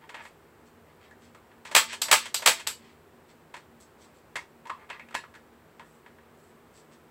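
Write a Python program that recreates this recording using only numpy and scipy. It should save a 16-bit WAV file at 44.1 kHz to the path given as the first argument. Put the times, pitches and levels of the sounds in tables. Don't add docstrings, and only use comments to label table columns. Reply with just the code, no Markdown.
import sys
import numpy as np
from scipy import signal
from scipy.fft import rfft, irfft
from scipy.io import wavfile
from scipy.ndimage import uniform_filter1d

SR = 44100
rng = np.random.default_rng(int(sys.argv[2]) if len(sys.argv) > 2 else 0)


def unload_audio(sound):
    columns = np.transpose(np.atleast_2d(sound))
    steps = np.round(np.clip(columns, -1, 1) * 32767)
    wavfile.write(sys.argv[1], SR, steps.astype(np.int16))


N = 313434
SIZE = 16384
T, HZ = np.arange(SIZE) / SR, np.fft.rfftfreq(SIZE, 1 / SR)

# (frequency [Hz], width [Hz], unscaled peak [dB])
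CAVITY_MODES = [(430, 25, 7), (495, 44, 7.5), (615, 40, 4.5), (670, 13, 10), (778, 25, 2.5), (890, 37, 11),
                (1080, 30, 1.5), (1122, 20, 4.5), (1192, 20, 9.5), (1260, 34, 7.5), (1366, 33, 5.5),
                (1550, 28, 1.5), (1650, 42, 7), (1774, 31, 6.5), (2030, 34, 8), (2080, 36, 1),
                (2270, 21, 9), (2345, 28, 5), (2480, 67, 5.5), (2680, 26, 6.5), (3236, 40, 8.5),
                (3480, 55, -1), (4640, 48, 6), (7470, 50, 4), (7602, 59, 8), (7940, 97, 7.5)]
# (frequency [Hz], width [Hz], unscaled peak [dB])
WALL_MODES = [(580, 280, 9), (964, 240, 13.5), (1707, 60, 10), (1898, 91, 11), (2142, 150, 10),
              (2600, 190, 4.5), (3290, 131, 4), (3618, 82, 4.5), (4310, 110, 6), (4940, 300, 0.5)]


def amp(db):
    return 10 ** (np.asarray(db) / 20)


def unit(x):
    return x / np.sqrt(np.mean(x ** 2) + 1e-20)


def read(points, hz):
    f, value = np.transpose(points)
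    return np.interp(np.log(hz + 1), np.log(f + 1), value)


def add(mix, s, sound):
    part = mix[max(round(s * SR), 0):][:len(sound)]
    part += sound[:len(part)]


def fade(t, t60):
    return np.exp(-np.log(1000) * t / np.maximum(t60, 1e-3))


def resonance(hz, centre_hz, width_hz):
    return 1 / (1 + (2 * (hz - centre_hz) / width_hz) ** 2)


def modes_db(modes):
    return sum(db * resonance(HZ, hz, width) for hz, width, db in modes)


def colour(x, db):
    log_gain = np.log(amp(db))
    response = np.exp(np.conj(signal.hilbert(np.r_[log_gain, log_gain[-2:0:-1]])))
    return irfft(rfft(x) * response[:len(HZ)])


def treble(corner_hz=4000):
    return 1 / (1 + (corner_hz / (HZ + 1)) ** 4)


def room_noise(noise_db=-57.5):
    # (frequency [Hz], relative spectral level [dB])
    spectrum = [(25, -22.5), (44, -17.5), (58, -5), (85, -5), (130, -3.5), (270, -4), (390, 2), (600, -5),
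                (950, -6), (1800, -12), (3000, -20), (6500, -30.5), (10000, -32), (15500, -26.5)]
    # (frequency [Hz], width [Hz], level [dB])
    hum_bands = [(85, 26, -70.5), (156.8, 8.1, -71.5), (234.2, 11, -65.5)]
    hz = np.fft.rfftfreq(N, 1 / SR)
    noise = lambda gain: unit(irfft(rfft(rng.standard_normal(N)) * gain, N))
    hum = sum(amp(db) * noise(resonance(hz, band_hz, width)) for band_hz, width, db in hum_bands)
    return amp(noise_db) * noise(amp(read(spectrum, hz))) + hum


def room_tail(build_s=0.0022):
    # (frequency [Hz], reverberation time [s])
    reverb_times = [(200, 0.28), (600, 0.1), (1100, 0.19), (2000, 0.17), (4500, 0.21), (8000, 0.19),
                    (14000, 0.17)]
    hz, t, bands = signal.stft(rng.standard_normal(SIZE), SR, nperseg=256)
    bands = bands * fade(t, read(reverb_times, hz)[:, None])
    tail = signal.istft(bands, SR, nperseg=256)[1][:SIZE]
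    return unit(tail * (1 - np.exp(-(T / build_s) ** 2)))


def rub(length, level_db, centre_hz, slips_per_s=1800, ring=0.71, skirt_db=6, room_db=-2):
    # (frequency [Hz], gain [dB])
    spectrum = [(500, 5), (5500, -2), (6700, -3.5), (8100, -1), (9500, -5.5), (15000, -4.5)]
    body_db = ring * (modes_db(CAVITY_MODES) + modes_db(WALL_MODES)) + read(spectrum, HZ)
    stroke = np.sin(np.pi * np.minimum(T / length, 1)) ** 2
    slips = rng.standard_normal(SIZE) * (rng.random(SIZE) < slips_per_s / SR) * stroke
    reflections = unit(signal.fftconvolve(slips, room_tail())[:SIZE])
    excitation = unit(slips) + amp(room_db) * reflections
    band_db = -skirt_db * np.minimum(np.log2((HZ + 1) / centre_hz) ** 2, 6)
    return amp(level_db) * unit(colour(excitation, band_db + body_db)) * np.sqrt(np.mean(stroke ** 2))


def rubs():
    # (midpoint [s], duration [s], level [dB], band centre [Hz])
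    strokes = [(0.02, 0.066, -52.5, 1570), (0.186, 0.17, -45.5, 1670), (0.25, 0.14, -64.5, 7300),
               (.671, 0.065, -68.5, 5000), (0.899, .11, -65, 2020), (1.046, .13, -59.5, 2530),
               (1.247, .13, -63, 3600), (1.677, .056, -48.5, 3060), (2.851, 0.28, -61, 2800),
               (3.302, 0.059, -60.5, 3500), (3.82, .072, -59.5, 6000), (4.03, .11, -60.5, 4440),
               (4.168, 0.092, -68.5, 4460), (4.813, 0.14, -53.5, 1400), (4.943, .08, -45, 1750),
               (5.9, .3, -74, 8000), (6.44, .26, -73, 8000), (6.773, 0.12, -62, 5120),
               (6.932, 0.082, -63.5, 4030)]
    out = np.zeros(N)
    for s, length, db, centre_hz in strokes:
        add(out, s - length / 2, rub(length, db, centre_hz))
    return out


def impact(level_db, decay, colour_db, room_db, rise, crack):
    contact = fade(T, decay) * (1 - fade(T, rise * decay))
    chatter = unit(rng.standard_normal(SIZE) * contact)
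    snap = unit(rng.standard_normal(SIZE) * fade(T, 0.0036) * (1 - fade(T, 0.0018)))
    snap *= crack * fade(decay, 0.29)
    spectrum = rfft(snap + chatter + amp(room_db) * room_tail())
    spectrum /= np.sqrt(uniform_filter1d(abs(spectrum) ** 2, size=35) + 1e-9)
    burst = irfft(spectrum) * np.clip(3 - 4 * T / T[-1], 0, 1)
    return amp(level_db) * unit(colour(burst, colour_db)) * np.sqrt(.035 / T[-1])


def knock(level_db, decay, treble_db, spot_hz, spot_db,
          ring=0.28, wall_ring=1.066, room_db=-1.0, spot_octaves=0.26, rise=.45, crack=.15):
    # (frequency [Hz], gain [dB])
    spectrum = [(60, -25), (250, -13.5), (450, -14.5), (740, -11.5), (1120, -8), (1450, -1), (2000, -8),
                (2500, -6), (3400, -9), (5200, -17.5), (7500, -21.5), (10000, -27.5), (15500, -38.5)]
    body_db = read(spectrum, HZ) + wall_ring * modes_db(WALL_MODES) + ring * modes_db(CAVITY_MODES)
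    spot = np.exp(-(np.log2((HZ + 1) / spot_hz) / spot_octaves) ** 2)
    return impact(level_db, decay, body_db + treble_db * treble() + spot_db * spot, room_db, rise, crack)


def knocks():
    # (time [s], level [dB], contact decay [s], treble [dB], spot band [Hz], spot boost [dB])
    bumps = [(.091, -47, 0.056, 1.5, 2690, 1), (.142, -43.5, 0.065, -0.5, 2900, 4.5),
             (.25, -48.5, 0.063, 0, 2130, 3), (1.11, -56, 0.019, 13, 1740, 21),
             (1.347, -55, 0.02, 6, 1240, 12), (1.515, -60.5, .016, -4, 2380, 1),
             (1.6495, -45, .07, 6.5, 2520, 3), (3.539, -43, .055, 1, 938, 3.5),
             (3.565, -50.5, .03, 5, 2293, .5), (4.653, -46, 0.058, -2, 953, 14.5),
             (4.67, -53, .022, 6, 5800, 3), (4.995, -46.5, .02, -5, 2280, 11),
             (5.086, -56.5, .023, 1, 2520, 7), (5.108, -54.5, .027, 4, 1300, 11),
             (5.125, -54, .025, -9, 1250, 1), (5.237, -49.5, .015, -12, 1290, 12),
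             (5.7955, -47.5, 0.012, -4, 970, 7.5), (6.062, -54, .019, -8.5, 1780, 2),
             (6.185, -60.5, .02, -16, 1730, 4.5)]
    out = np.zeros(N)
    for s, *contact in bumps:
        add(out, s, knock(*contact))
    return out


def landings(edge_decay_s=0.035):
    # (time [s], level [dB], contact decay [s], treble [dB], spot band [Hz],
    # spot boost [dB], edge lead [s], edge level [dB])
    contacts = [(4.365, -37, 0.022, 4.5, 2030, 6, .009, -35),
                (4.7, -36.5, 0.021, -5.5, 1104, 16.5, .0045, -36.5),
                (4.899, -39.5, 0.049, -4, 2740, 4.5, .008, -55),
                (5.15, -31.5, 0.012, 4, 955, 3, .007, -38.5),
                (5.35, -51.5, .048, 2.5, 1580, 7.5, .011, -55.5)]
    out = np.zeros(N)
    touch = lambda *contact: knock(*contact, wall_ring=1.0, room_db=-4, spot_octaves=0.29, rise=0.38)
    for s, db, decay, treble_db, spot_hz, spot_db, edge_s, edge_db in contacts:
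        add(out, s - edge_s, touch(edge_db, edge_decay_s, treble_db, spot_hz, spot_db))
        add(out, s, touch(db, decay, treble_db, spot_hz, spot_db))
    return out


def strike(body_db, level_db, decay, bass_db, treble_db, room_db, rise, crack, bass_hz=1200):
    tone_db = bass_db / (1 + (HZ / bass_hz) ** 2) + treble_db * treble()
    return impact(level_db, decay, body_db + tone_db, room_db, rise, crack)


def trigger_returns(ring=.49, glide_s=.11, glide_db=-1, glide_lead_s=.068):
    # (frequency [Hz], gain [dB])
    spectrum = [(60, -36.5), (300, -21.5), (600, -13), (900, -7), (1900, -7.5), (3000, -2.5), (3700, 0),
                (5000, 0.5), (5700, -6), (8000, -4.5), (10000, -14), (12700, -6.5), (15000, -22)]
    # (click time [s], level [dB], catch lead [s], catch treble [dB],
    # slide lead [s], slide level [dB])
    releases = [(2.0177, -28.5, .0018, -8, 0.091, -38), (2.344, -28.5, .0018, -3, 0.09, -41),
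                (2.6718, -31, .004, -26, .076, -44)]
    out = np.zeros(N)
    body_db = read(spectrum, HZ) + ring * modes_db(CAVITY_MODES)
    hit = lambda db, **tone: strike(body_db, db, **tone, room_db=-1.0, rise=.26, crack=.24)
    for s, db, catch_s, catch_treble_db, slide_s, slide_db in releases:
        add(out, s - slide_s - glide_lead_s, rub(glide_s, slide_db + glide_db, centre_hz=2900))
        add(out, s - slide_s, knock(slide_db, decay=.078, treble_db=13, spot_hz=2944, spot_db=6.5))
        add(out, s - catch_s, hit(db=-36, decay=0.037, bass_db=-9.5, treble_db=catch_treble_db))
        add(out, s, hit(db, decay=0.024, bass_db=2.5, treble_db=1.6))
    return out


def shots(ring=0.81, drag_s=0.048, drag_db=-7.5, drag_lead_s=0.046):
    # (frequency [Hz], gain [dB])
    spectrum = [(40, -32.5), (120, -20), (270, -19.5), (400, -13.5), (520, -7), (1100, -1), (1500, -3),
                (2400, -1), (4200, -3), (5600, -7.5), (7500, -9), (10000, -12.5), (15500, -16)]
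    # (slam time [s], level [dB], bass [dB], treble [dB], decay factor [ratio],
    # squeeze lead [s], squeeze level [dB])
    pulls = [(1.7505, -17, -2, -2, 0.89, .038, -41), (2.1138, -17.5, -0.5, -1, 1.1, 0.032, -36.5),
             (2.4608, -18, 0, 0, 1.03, 0.04, -38)]
    # (time from slam [s], relative level [dB], base decay [s], added bass [dB], added treble [dB])
    plunger_stroke = [(-.0024, -17.5, .033, -2, -3), (0, -.5, .025, -3, 0), (0.0122, 0.07, .046, 3.5, 0.5),
                      (.0255, -10, .063, -0.5, 2.5)]
    out = np.zeros(N)
    body_db = read(spectrum, HZ) + ring * modes_db(CAVITY_MODES)
    for s, db, bass_db, treble_db, decay_factor, squeeze_s, squeeze_db in pulls:
        add(out, s - squeeze_s - drag_lead_s, rub(drag_s, squeeze_db + drag_db, centre_hz=1202))
        add(out, s - squeeze_s, knock(squeeze_db, decay=.058, treble_db=8.0, spot_hz=596.2, spot_db=7.5))
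        for delay, part_db, decay, part_bass_db, part_treble_db in plunger_stroke:
            hit = strike(body_db, db + part_db, decay_factor * decay, bass_db + part_bass_db,
                         treble_db + part_treble_db, room_db=-.5, rise=.1, crack=.7)
            add(out, s + delay, hit)
    return out


def scene():
    return (room_noise() + shots() + trigger_returns() + landings() + knocks() + rubs())[None]


def record(dry, port_hz=7900, port_q=7, port_gain=1.2, cutoff_hz=15850):
    port_ring = signal.lfilter(*signal.iirpeak(port_hz, port_q, fs=SR), dry)
    clipped = np.clip(dry + port_gain * port_ring, -1, 1)
    low_pass = signal.firwin(255, cutoff_hz, window=("kaiser", 8), fs=SR)
    return signal.oaconvolve(clipped, low_pass[None], "same")


dry = scene()
out = record(dry)
unload_audio(out)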